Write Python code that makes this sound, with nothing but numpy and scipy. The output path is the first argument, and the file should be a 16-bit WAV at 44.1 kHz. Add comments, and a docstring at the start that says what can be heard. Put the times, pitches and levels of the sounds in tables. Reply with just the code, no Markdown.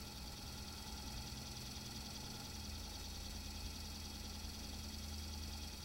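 """A small diesel heater idles close by; its blower makes about ten turns a second.
Motor brushes scrape over the same worn patches and nicks on every turn and ring the housing, as filtered
looping noise with gliding squeaks, so the hiss chirps in a loop; now and then the rotor sags.
Air, as shaped noise, rushes through the outlet grille; the motor hum and drive whine are sine tones.
Two low sine drones and a few soft decaying bumps lie underneath."""
import sys
import numpy as np
from scipy import signal
from scipy.fft import rfft, irfft
from scipy.io import wavfile
from scipy.ndimage import uniform_filter1d

SR = 44100
rng = np.random.default_rng(int(sys.argv[2]) if len(sys.argv) > 2 else 0)


def wrap_up_sound(samples):
    """Save the sound to the file named by the first command line argument, as 16-bit audio."""
    columns = np.atleast_2d(samples).T
    # keep every value between -1 and 1, then stretch to whole-number steps
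    tamed = np.clip(columns, -1, 1)
    steps = np.round(tamed * 32767).astype(np.int16)
    wavfile.write(sys.argv[1], SR, steps)


N = 257544

FREE_TURNS_PER_S, SAG_TURNS_PER_S = 10.1836, 0.41   # free speed; drop in a full sag


def from_db(db):
    """Decibels to gain."""
    return 10 ** (np.asarray(db) / 20)


def rms_one(x):
    """Scale to unit rms."""
    return x / np.sqrt(np.mean(x ** 2) + 1e-20)


def evened(x, window_s=0.393):
    """Hold the rms at 1 over a few turns."""
    power = np.abs(uniform_filter1d(x ** 2, int(window_s * SR)))
    return x / np.sqrt(power + 1e-12)


def in_time(rows):
    """One value per sample for each column of a curve."""
    s, *columns = np.transpose(rows)
    return [np.interp(np.arange(N) / SR, s, c) for c in columns]


def bell(away, half_length):
    """A smooth rise and fall of height 1."""
    return np.exp(-.5 * np.minimum((away / half_length) ** 2, 40))


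def step(s, length_s):
    """A smooth change from 0 to 1 around time s."""
    return .5 + .5 * np.tanh((np.arange(N) / SR - s) / length_s)


def drift(rate_hz):
    """Smooth chance of rms 1: noise low-passed at rate_hz, made at SR / 40."""
    lowpass = signal.butter(2, rate_hz, fs=SR / 40, output="sos")
    slow = signal.sosfilt(lowpass, rng.standard_normal(N // 40 + 2002))[2000:]   # drop the filter's start
    return np.interp(np.arange(N) / 40, np.arange(len(slow)), rms_one(slow))


def resonate(x, hz, width_hz):
    """Ring a cluster of close modes as one band-pass; rms 1."""
    edges_hz = np.clip([hz - width_hz / 2, hz + width_hz / 2], 10, .45 * SR)
    return rms_one(signal.sosfilt(signal.butter(2, edges_hz, "band", fs=SR, output="sos"), x))


def tone(cycles):
    """A sine of rms 1 that follows a cycle count from a random phase."""
    return np.sqrt(2) * np.sin(2 * np.pi * (cycles + rng.random()))


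def drones(waver_db):
    """Two low tones: as the upper one swells, the deeper one sags in pitch and loses its octave."""
    # upper drone, pitch: t/s, f/Hz
    upper_pitch = [(0, 77.7), (2.4, 79.4), (4.1, 78.8), (5.84, 76.1)]
    # upper drone once swelled: t/s, level/dB
    swollen_level = [(2.7, -49), (2.89, -56), (3.59, -52.5), (4.47, -54.5), (5.38, -49), (5.8, -54.5)]
    # deeper drone: t/s, level before trim/dB
    deep_level = [(0.1, -61), (0.16, -54.5), (2.28, -58), (2.43, -69), (2.64, -52), (5.64, -59), (5.8, -55)]
    # octave of the deeper drone, before its fade: t/s, level/dB
    octave_level = [(0.0, -66), (0.51, -58), (0.85, -81), (1.16, -57.5), (2.57, -60), (2.6, -58)]
    unswollen_db, deep_trim_db = -61, -2
    deep_hz, sagged_hz = 62.9, 49.4

    (hz,), (swollen_db,) = in_time(upper_pitch), in_time(swollen_level)
    (deep_db,), (octave_db,) = in_time(deep_level), in_time(octave_level)
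    swell, sagged = step(2.6, 0.14), step(2.69, 0.21)
    upper_db = (1 - swell) * unswollen_db + swell * swollen_db
    upper = from_db(upper_db) * tone(np.cumsum(hz) / SR)
    deep_cycles = np.cumsum(deep_hz + (sagged_hz - deep_hz) * sagged) / SR
    deep = from_db(deep_db + deep_trim_db + waver_db * drift(6.6)) * tone(deep_cycles)
    octave = from_db(octave_db + waver_db * drift(6.3)) * tone(2 * deep_cycles)
    return upper + deep + (1 - sagged) * octave


def bumps(decay_s):
    """A soft push swells and dies within a cycle or two."""
    # soft bumps of handling: t/s, envelope peak/dB, f/Hz
    pushes = [(1.163, -43.5, 48), (3.644, -40.5, 70)]
    out = np.zeros(N)
    for s, peak_db, hz in pushes:
        age_s = np.maximum(np.arange(N) / SR - s, 0)
        envelope = age_s / decay_s * np.exp(1 - age_s / decay_s)
        out += from_db(peak_db) * envelope * np.sin(2 * np.pi * hz * age_s)
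    return out


def flow():
    """Gains of eddies and duct in dB: both ease off slowly and shift briefly with each surge."""
    # brief surges of the air flow: t/s, eddies rise/dB, duct rise/dB
    surges = [(0.8, -0.1, 2.5), (1.15, 0.2, 2), (2.38, 1.5, 3), (3.25, 0.7, -1), (4.6, 1.6, -1)]
    surge_half_s = 0.12
    t = np.arange(N) / SR
    eddies_db = -62.5 - 0.26 * t   # easing in dB per s
    duct_db = -65 - 0.5 * t
    for s, eddies_rise_db, duct_rise_db in surges:
        surge = bell(t - s, surge_half_s)
        eddies_db += eddies_rise_db * surge
        duct_db += duct_rise_db * surge
    return eddies_db, duct_db


def air(gust_db, flutter_db):
    """Turbulence at the grille: a dull rush, the hollow note of the duct and a thin fluttering hiss."""
    # spectrum of the rush, relative: f/Hz, density/dB
    rush_spectrum = [(20, -0.5), (33, -1.5), (55, 5.5), (90, 1), (150, -4.5), (250, -2.5), (400, -9.5),
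                     (650, -12.5), (1050, -16.5), (1700, -19), (3000, -22), (8000, -22), (12500, -25),
                     (15700, -23.5)]
    # resonances of the air duct: f/Hz, width/Hz, relative level/dB
    duct_modes = [(843.3, 89, 0), (1367, 132, -4)]
    rush_over_flow_db, eddies_top_hz = 8.5, 1200

    hz, density_db = np.transpose(rush_spectrum)
    bins_hz = np.maximum(np.arange(N // 2 + 1) * SR / N, 1)
    shape = from_db(np.interp(np.log(bins_hz), np.log(hz), density_db))
    shaped = irfft(rfft(rng.standard_normal(N)) * shape, N)
    rush = from_db(rush_over_flow_db) * rms_one(shaped)
    eddies = signal.sosfiltfilt(signal.butter(2, eddies_top_hz, fs=SR, output="sos"), rush)
    hiss = rush - eddies
    duct = sum(from_db(db) * resonate(rng.standard_normal(N), centre_hz, width_hz)
               for centre_hz, width_hz, db in duct_modes)
    eddies_db, duct_db = flow()
    # only the duct and the large, low eddies follow gusts and surges
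    gusty = from_db(gust_db * drift(44)) * (from_db(eddies_db) * eddies + from_db(duct_db) * duct)
    return gusty + from_db(eddies_db.mean() + flutter_db * drift(50)) * hiss


def rotor_angle():
    """Turns made so far: the rotor runs free, eases into each sag and recovers exponentially."""
    # sags, about every three seconds: t of lowest speed/s, share of the full sag
    sags = [(0.341, 0.92), (3.11, 1), (6.08, 1)]
    onset_s, recovery_s = 0.278, 0.436
    turns_per_s = np.full(N, FREE_TURNS_PER_S)
    for s, share in sags:
        age_s = np.arange(N) / SR - s
        fade = np.where(age_s < 0, .5 * (age_s / onset_s) ** 2, age_s / recovery_s)
        turns_per_s -= share * SAG_TURNS_PER_S * np.exp(-fade)
    return np.cumsum(turns_per_s) / SR


def turns_past(angle, where):
    """Signed distance from a place on the rotor, within half a turn."""
    return (angle - where + .5) % 1 - .5


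def motor(angle):
    """Hum locked to the rotor and softer in each sag, and the thin whine of its drive."""
    # hum: multiple of the rotor speed, level at the mean speed/dB
    hum_orders = [(14, -72), (17, -71), (20, -74), (21, -60), (28, -71), (35, -74.5)]
    # switching whine of the drive and its sidebands: f/Hz, level/dB
    whine_lines = [(15518, -91), (15589, -89), (15659, -83), (15729, -83)]
    hum_db_per_sag = 4.5
    sag = (FREE_TURNS_PER_S - np.gradient(angle) * SR) / SAG_TURNS_PER_S
    hum = sum(from_db(level_db) * tone(round(order) * angle) for order, level_db in hum_orders)
    whine = sum(from_db(level_db) * tone(hz * np.arange(N) / SR + drift(3.2) / 2)
                for hz, level_db in whine_lines)
    return from_db(-hum_db_per_sag * (sag - sag.mean())) * hum + whine


def friction(angle, repeat, wander_hz, size=4096):
    """A brush reads one ring of roughness every turn, shifting between two tracks; the rest is fresh noise."""
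    points = size * 10   # per turn, interpolated
    tracks = signal.resample(rng.standard_normal((2, size)), points, axis=1)
    inner, outer = tracks[:, (angle % 1 * points).astype(int) % points]
    seat_rad = drift(wander_hz) / 2
    ring = np.cos(seat_rad) * inner + np.sin(seat_rad) * outer
    return np.sqrt(repeat) * ring + np.sqrt(1 - repeat) * rng.standard_normal(N)


def housing(angle, swing_db):
    """The steady rub rings the housing, harder twice a turn as the rotor is slightly out of round."""
    # housing resonances: f/Hz, width/Hz, level at the mean load/dB
    modes = [(1960, 39, -80.5), (2523, 36.5, -73), (2589, 55, -76.5), (2480, 570, -69), (3284, 28, -69.5),
             (3484, 140, -73.5), (3774, 63, -71), (4476, 570, -61.5), (4680, 26, -70.5), (5130, 130, -65.5),
             (5610, 270, -66), (5690, 140, -69.5), (5920, 260, -66.5), (6690, 110, -80), (7860, 560, -74.5),
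             (10900, 1350, -72)]
    pressure = from_db(-swing_db * np.cos(4 * np.pi * angle))
    rubs = [pressure * friction(angle, repeat=0.84, wander_hz=0.71) for _ in range(2)]
    return sum(from_db(level_db) * resonate(rubs[k % 2], hz, width_hz)
               for k, (hz, width_hz, level_db) in enumerate(modes))


def brush_scrapes(angle, pressure_db):
    """Each worn patch swells the friction as it passes under the brush; all ring the same modes."""
    # patches: angle/turns, half length/turns, relative level/dB, favoured f/Hz, fall away from it/(dB/octave)
    patches = [(0.215, 0.063, 3, 9740, 6), (0.3, 0.045, 3, 1900, 13), (0.55, 0.08, -1.5, 3530, 20),
               (0.68, 0.05, -3.5, 5760, 18), (0.8, 0.076, 0.86, 3760, 7), (0.95, 0.034, -2.5, 825, 9)]
    # what a scrape rings with: f/Hz, width/Hz, level before the patch levels/dB
    modes = [(794, 106, -59), (1965, 57, -70.5), (2660, 630, -67.5), (3305, 100, -66.5), (3500, 550, -62),
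             (4510, 560, -58), (5800, 720, -58), (7700, 1050, -65.5), (11040, 1800, -69)]
    grit = [friction(angle, repeat=0.9, wander_hz=0.96) * from_db(pressure_db * drift(13.0))
            for _ in range(3)]
    passes = [(bell(turns_past(angle, where), half_turns), *colour)
              for where, half_turns, *colour in patches]
    out = np.zeros(N)
    for k, (hz, width_hz, level_db) in enumerate(modes):
        touch = sum(shape * from_db(db - fall_db * abs(np.log2(hz / favoured_hz)))
                    for shape, db, favoured_hz, fall_db in passes)
        ring = evened(resonate(touch * grit[k % len(grit)], hz, width_hz))
        out += from_db(level_db) * np.sqrt(np.mean(touch ** 2)) * ring
    return out


def brush_chirps(angle, uneven_db, count):
    """Each nick gives a short gliding squeak, a little different every turn; faint nicks lie at random."""
    # nicks: angle/turns, half length/s, f at centre/Hz, glide/(Hz/ms), mean level at centre and mean load/dB
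    nicks = [(0.09, 0.0012, 8040, -6, -64.5), (0.19, 0.0012, 5480, -100, -54.5),
             (0.235, 0.0015, 4525, -62, -54.5), (0.28, 0.0033, 4640, -12, -61),
             (0.42, 0.0013, 7900, 0, -64), (0.6, 0.00076, 3550, 158, -54.5),
             (0.604, 0.0023, 5300, 489, -59), (0.752, 0.0015, 4810, -3, -54),
             (0.803, 0.0013, 4680, 50, -53.5), (0.875, 0.0013, 4790, 100, -56),
             (0.994, 0.0017, 4430, 0, -53.5)]
    faint_half_s, faint_db = 0.0023, -66
    faint_low_hz, faint_high_hz, faint_max_glide_hz_per_ms = 4160, 6630, 201
    slip_cycles = 0.2   # phase stray of a squeak, rms
    faint = [(where, faint_half_s, faint_low_hz * (faint_high_hz / faint_low_hz) ** pitch,
              faint_max_glide_hz_per_ms * (2 * glide - 1), faint_db)
             for where, pitch, glide in rng.random((count, 3))]
    out = np.zeros(N)
    for where, half_s, hz, glide_hz_per_ms, level_db in [*nicks, *faint]:
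        age_s = turns_past(angle, where) / FREE_TURNS_PER_S
        cycles = hz * age_s + .5 * glide_hz_per_ms * 1000 * age_s ** 2
        gain = from_db(level_db + uneven_db * drift(5))
        out += gain * bell(age_s, half_s) * tone(cycles + slip_cycles * drift(4.4))
    return out


def scene():
    """Sum all sources; both channels are alike."""
    # how hard the brushes bear, only its swing about the mean counts: t/s, load/dB
    brush_load = [(0.0, -56), (1.76, -53.5), (2.77, -54.5), (5.69, -54.5), (5.75, -55.5)]
    spots_follow, rub_follows = 1.6, 0.7   # share of the load's swing
    spots_ease_db_per_s = 0.01
    angle = rotor_angle()
    load_db, = in_time(brush_load)
    load_db = load_db - load_db.mean()
    spots_db = spots_follow * load_db - spots_ease_db_per_s * np.arange(N) / SR

    low = drones(waver_db=1.5) + bumps(decay_s=0.0062)
    rush = air(gust_db=1.0, flutter_db=1.44)
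    rub = from_db(rub_follows * load_db) * housing(angle, swing_db=0.7)
    spots = brush_scrapes(angle, pressure_db=0.95) + brush_chirps(angle, uneven_db=1.0, count=8)
    heater = rush + motor(angle) + rub + from_db(spots_db) * spots
    return np.tile(low + heater, (2, 1))


def record(dry):
    """Steep elliptic low-pass: the top is cut above 15.8 kHz."""
    return signal.sosfilt(signal.ellip(12, .1, 80, 15800, fs=SR, output="sos"), dry)


dry = scene()
out = record(dry)
wrap_up_sound(out)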